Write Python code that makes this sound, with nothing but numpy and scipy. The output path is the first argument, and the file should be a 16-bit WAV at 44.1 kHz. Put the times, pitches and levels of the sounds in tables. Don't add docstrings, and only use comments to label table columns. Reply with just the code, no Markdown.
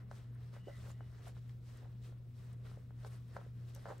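import sys
import numpy as np
from scipy import signal
from scipy.fft import rfft, irfft
from scipy.io import wavfile

SR = 44100
rng = np.random.default_rng(int(sys.argv[2]) if len(sys.argv) > 2 else 0)


def file_out(sig):
    cols = np.atleast_2d(sig).T
    lim = np.clip(cols, -1, 1)
    pcm = np.round(lim * 32767).astype(np.int16)
    wavfile.write(sys.argv[1], SR, pcm)


N = 176400
TIME_S = np.arange(N) / SR


def from_db(db):
    return 10 ** (np.asarray(db) / 20)


def unit_rms(x):
    return x / np.sqrt(np.mean(x ** 2) + 1e-20)


def pan(left_minus_right_db):
    return from_db([[left_minus_right_db / 2], [-left_minus_right_db / 2]])


def at_hz(table, hz):
    table_hz, values = np.transpose(table)
    return np.interp(np.log(hz), np.log(table_hz), values)


def butter(x, hz, kind, order=2):
    return signal.sosfilt(signal.butter(order, hz, kind, fs=SR, output="sos"), x + 1e-18)


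def drift(corner_hz):
    hop, settle = 40, 2000
    pole = np.exp(-2 * np.pi * corner_hz * hop / SR)
    noise = rng.standard_normal(N // hop + settle + 2)
    slow = signal.lfilter([1], [1, -2 * pole, pole * pole], noise)[settle:]
    return np.interp(np.arange(N) / hop, np.arange(len(slow)), unit_rms(slow))


def grains(per_s, spread_db):
    sizes = from_db(spread_db * np.minimum(rng.exponential(1, N), 4)) * rng.choice([-1, 1], N)
    return unit_rms(sizes * (rng.random(N) < per_s / SR))


def resonant_noise(hz, width_hz):
    b, a = signal.iirpeak(hz, hz / width_hz, fs=SR)
    return unit_rms(signal.lfilter(b, a, signal.lfilter(b, a, rng.standard_normal(N))))


def coloured(sources, spectrum, correlation, flicker_db):
    out, edges_hz = 0, np.geomspace(22, 16500, 20)
    for k, (low, high) in enumerate(zip(edges_hz, edges_hz[1:])):
        if high < spectrum[0][0] or low > spectrum[-1][0]:
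            continue
        hz = np.sqrt(low * high)
        mid, side = butter(sources[k % 2], [low, high], "band", order=3)
        alike = np.clip(at_hz(correlation, hz), -.99, .99)
        gain = from_db(at_hz(spectrum, hz) + flicker_db * drift(19.7))
        out = out + gain * (np.sqrt(1 + alike) * mid + np.sqrt(1 - alike) * side * [[1], [-1]])
    return out / np.sqrt(np.mean(out.mean(axis=0) ** 2))


def mains_hum(hz=120.05, rms_db=-50, throb_db=2, period_s=0.54, crest_s=0.39):
    level_db = rms_db + throb_db * np.cos(2 * np.pi * (TIME_S - crest_s) / period_s)
    return np.sqrt(2) * from_db(level_db) * np.sin(2 * np.pi * hz * TIME_S)


# (frequency [Hz], relative density [dB])
ROOM_SPECTRUM = [(25, -10.5), (45, -2), (68, 5.5), (100, 1), (145, -4.5), (190, -4), (260, -14),
                 (450, -18.5), (700, -32), (1400, -35), (2000, -42), (2800, -36.5), (6000, -51),
                 (15000, -43.5)]
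# (frequency [Hz], correlation [-])
ROOM_CORRELATION = [(60, 0.85), (180, 0.86), (300, .6), (5000, 0.24), (11000, 1)]


def room_noise():
    air = coloured(rng.standard_normal((2, 2, N)), ROOM_SPECTRUM, ROOM_CORRELATION, flicker_db=1.6)
    rumble = resonant_noise(hz=185, width_hz=24)
    return from_db(-58) * air + from_db(-71) * rumble


# (frequency [Hz], correlation [-])
RUB_CORRELATION = [(400, 0.22), (1500, 0.53), (3000, 0.94), (6000, 0.18), (8500, 1), (11000, 1)]


def friction(spectrum, snag_share=0.47):
    snags = np.array([[grains(per_s=2500, spread_db=4.5) for _ in range(2)] for _ in range(2)])
    sliding = rng.standard_normal((2, 2, N))
    sources = np.sqrt(snag_share) * snags + np.sqrt(1 - snag_share) * sliding
    return coloured(sources, spectrum, RUB_CORRELATION, flicker_db=1.5)


# (time [s], base level [dB], rustle offset [dB])
PUSHES = [(0.02, -80, 8), (0.06, -92.5, 13), (0.11, -77, 2.5), (0.16, -70.5, 0.5), (0.32, -86.5, 5.5),
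          (0.43, -78.5, 6.5), (0.52, -79.5, 3), (0.54, -70, 5), (0.63, -82, 3), (0.69, -74.5, 1),
          (0.909, -67.5, 0.5), (0.95, -81.5, 1), (0.99, -81, 5), (1.12, -78.5, 3.5), (1.21, -77, 6.5),
          (1.282, -65.5, 0), (1.331, -80, -0.5), (1.38, -73.5, 2.5), (1.4, -81, -2.5), (1.49, -78, 3),
          (1.6, -84.5, -6), (1.69, -73, 1), (1.79, -75.5, 5), (1.88, -82, 6.5), (2.0, -82, -2),
          (2.06, -69, -1.5), (2.16, -85, 4.5), (2.31, -83.5, -6.5), (2.39, -75.5, 1.5), (2.54, -77.5, 3.5),
          (2.55, -85, 8), (2.63, -81.5, 2), (2.661, -72, 7), (2.71, -73.5, 2), (2.76, -78.5, 6.5),
          (2.88, -83, -2.5), (2.91, -82.5, 4), (2.93, -84.5, 1), (3.03, -75, 3), (3.05, -74, -7),
          (3.07, -66, 0), (3.09, -75, 1), (3.14, -69, 0.5), (3.2, -80, 2), (3.25, -81, -2.5),
          (3.35, -74, 6), (3.37, -72, 5), (3.38, -76.5, 4), (3.44, -77.5, 7.5), (3.53, -83.5, -1),
          (3.57, -79.5, 1.5), (3.67, -78, 2), (3.69, -70.5, -1), (3.731, -78, 4.5), (3.75, -68.5, -7),
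          (3.78, -73.5, 1), (3.85, -73, 4.5), (3.9, -69, 3), (3.94, -74.5, 3), (3.99, -77.5, 6)]
# (frequency [Hz], relative density [dB])
HISS_SPECTRUM = [(1200, -22), (2400, 1), (3500, 2.5), (5000, 1), (6500, -1), (8500, -14), (11000, -25),
                 (16000, -55)]
SHEEN_SPECTRUM = [(5000, -13), (7000, -9), (8500, -7), (10500, -2), (12500, -18), (15500, -6.5)]
RUSTLE_SPECTRUM = [(200, 3), (400, 13), (650, 6.5), (900, 1.5), (1500, 7), (2000, -2), (2800, -9),
                   (5000, -15)]


def stuffing(dull_below_db=-78, sheen_grows_above_db=-81):
    times_s, *columns = np.transpose(PUSHES)
    level_db, rustle_db = [np.interp(TIME_S, times_s, column) for column in columns]
    brightness = from_db(0.48 * np.minimum(level_db - dull_below_db, 0))
    sheen_boost_db = 0.25 * np.maximum(level_db - sheen_grows_above_db, 0)
    hiss = from_db(-1) * friction(HISS_SPECTRUM)
    sheen = from_db(sheen_boost_db - 7) * friction(SHEEN_SPECTRUM)
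    rustle = from_db(rustle_db + 2.5) * friction(RUSTLE_SPECTRUM)
    return pan(0.15) * from_db(level_db) * (brightness * (hiss + sheen) + rustle)


# (frequency [Hz], relative level [dB], T60 [s])
TABLE_MODES = [(633, -21, 0.057), (764, -25, 0.036), (1538, -13.5, 0.021), (2150, -31, 0.012)]


def table_response(rise_s, start_hz=2457, end_hz=481, fall_s=0.00069):
    age = np.arange(SR // 10) / SR
    chirp_hz = end_hz + (start_hz - end_hz) * np.exp(-age / fall_s)
    envelope = age / rise_s * np.exp(1 - age / rise_s)
    knock = envelope * np.sin(2 * np.pi * np.cumsum(chirp_hz) / SR)
    ring = sum(from_db(db - 60 * age / t60_s) * np.sin(2 * np.pi * hz * age)
               for hz, db, t60_s in TABLE_MODES)
    return butter(knock + ring, 2150, "low", order=10)


# (time [s], impulse level [dB])
BUMPS = [(0.1125, -43), (.5641, -53), (0.902, -54), (1.0062, -47.5), (1.3659, -57), (1.4945, -68),
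         (2.1226, -62), (2.714, -54.5), (2.906, -55), (3.047, -43.5), (3.3624, -47.5), (3.3654, -35.5),
         (3.413, -52.5), (3.7625, -55.5), (3.8552, -40.5), (3.903, -43.5)]


def finger_bumps():
    blows = np.zeros(N)
    for start_s, db in BUMPS:
        blows[int(start_s * SR)] += from_db(db)
    return signal.fftconvolve(blows, table_response(rise_s=0.0011))[:N]


# (time [s], peak [dB], centre [Hz], Q [-])
TICKS = [(0.1135, -55.5, 4200, 2.7), (0.3483, -63.5, 9350, 6), (0.915, -54.5, 7200, 18),
         (1.4948, -54, 2080, 3.9), (1.7725, -56, 9000, 4.4), (2.53, -59.5, 8660, 9.3),
         (3.0473, -54, 4200, 3.4), (3.366, -57, 4480, 5.3), (3.7485, -49, 11900, 4.4),
         (3.749, -50, 5670, 6.9), (3.762, -53, 5800, 10), (3.981, -56, 7500, 2)]


def ticks(decay_s=0.0015, crack_db=-17):
    out = np.zeros(N)
    age = np.arange(SR // 100) / SR
    for start_s, db, hz, q in TICKS:
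        start = int(start_s * SR)
        crack = rng.standard_normal(len(age)) * np.exp(-age / decay_s)
        ring = signal.lfilter(*signal.iirpeak(hz, q, fs=SR), crack)
        tick = (ring + from_db(crack_db) * butter(crack, hz, "low"))[:N - start]
        out[start:start + len(tick)] += from_db(db) * tick / np.abs(tick).max()
    return out


def room_tail(x, t60_s=0.19, level_db=-12):
    age = np.arange(SR // 2) / SR
    tail = butter(rng.standard_normal((2, len(age))), 6100, "low") * from_db(-60 * age / t60_s)
    return from_db(level_db) * signal.fftconvolve(x, tail / np.linalg.norm(tail[0]), axes=1)[:, :N]


# (time [s], level [dB], pitch [Hz])
THUMPS = [(.531, -56, 530), (.5648, -50, 567), (0.6718, -40, 400), (.6825, -39.5, 554), (.697, -46.5, 555),
          (1.2695, -47.5, 660), (1.284, -54, 686), (2.092, -53, 338), (2.124, -58.5, 524),
          (2.773, -49, 520), (3.0485, -52, 620), (3.065, -48.5, 466), (3.3663, -50, 580), (3.389, -49, 550),
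          (3.464, -51.5, 472), (3.902, -41, 504), (3.921, -48.5, 614)]


def thumps(rise_s=0.0014):
    out = np.zeros(N)
    for start_s, db, hz in THUMPS:
        age = np.clip(TIME_S - start_s, 0, .1)
        envelope = age / rise_s * np.exp(1 - age / rise_s)
        out += from_db(db) * envelope * np.sin(2 * np.pi * hz * age)
    return pan(-2.5) * out


# (start [s], length [s], level [dB])
SCUFFS = [(0.538, 0.04, -76), (0.668, 0.041, -65), (0.83, 0.082, -67), (1.263, 0.036, -63.5),
          (1.806, 0.067, -68.5), (3.027, 0.046, -64), (3.347, 0.029, -68), (3.744, 0.043, -67.5),
          (3.858, 0.02, -54.5), (3.874, 0.06, -51.5)]


def scuffs():
    envelope = np.zeros(N)
    for start_s, length_s, db in SCUFFS:
        progress = np.clip((TIME_S - start_s) / length_s, 0, 1)
        envelope += from_db(db) * np.sqrt(2 * np.abs(np.sin(np.pi * progress)))
    slips = envelope * grains(per_s=1800, spread_db=-2.5)
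    response = table_response(rise_s=0.0016)
    return pan(-2) * signal.fftconvolve(slips, response / np.linalg.norm(response))[:N]


# (time [s], lower band level [dB], upper band level [dB])
WEAVE_LEVELS = [(.55, -87, -91), (.7, -73.5, -75), (.745, -73, -101), (.8, -82, -94), (.9, -83, -88),
                (1.03, -78.5, -81), (1.1, -85, -88)]
# (centre [Hz], width [Hz])
WEAVE_BANDS = [(1964, 230), (2920, 180)]


def weave_drag(flutter_db=4):
    times_s, *columns = np.transpose(WEAVE_LEVELS)
    out = np.zeros(N)
    for column, (hz, width_hz) in zip(columns, WEAVE_BANDS):
        level_db = np.interp(TIME_S, times_s, column, left=-140, right=-140)
        out += from_db(level_db + flutter_db * drift(9)) * resonant_noise(hz, width_hz)
    return out


def scene():
    background = mains_hum() + room_noise()
    contacts = finger_bumps() + ticks() + thumps() + scuffs()
    return background + stuffing() + contacts + room_tail(contacts) + weave_drag()


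# (frequency [Hz], left minus right [dB])
PAIR_BALANCE = [(250, 1), (420, -0.5), (560, -1), (780, -2), (960, 3.5), (1950, -0.5), (2400, 1.3),
                (5800, 2), (8800, -1.5), (11000, -0.5)]
# (frequency [Hz], left lead [rad])
PAIR_PHASE = [(200, .1), (520, -.7), (830, .9), (1100, -.3), (1600, -.5), (2600, .4), (7800, .5), (8450, 0)]


def microphone_pair(x, treble_left_lag_s=0.000278):
    hz = np.maximum(np.arange(N + 1) * SR / (2 * N), 1)
    above_table_hz = np.maximum(hz - PAIR_PHASE[-1][0], 0)
    lead_rad = at_hz(PAIR_PHASE, hz) - 2 * np.pi * treble_left_lag_s * above_table_hz
    left = from_db(at_hz(PAIR_BALANCE, hz) / 2) * np.exp(.5j * lead_rad)
    return irfft(rfft(x, 2 * N) * np.array([left, 1 / left]))[:, :N]


def record(dry):
    cutoff_hz = 15750
    lowpass = signal.ellip(10, .1, 70, cutoff_hz, fs=SR, output="sos")
    return signal.sosfilt(lowpass, microphone_pair(dry))


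dry = scene()
out = record(dry)
file_out(out)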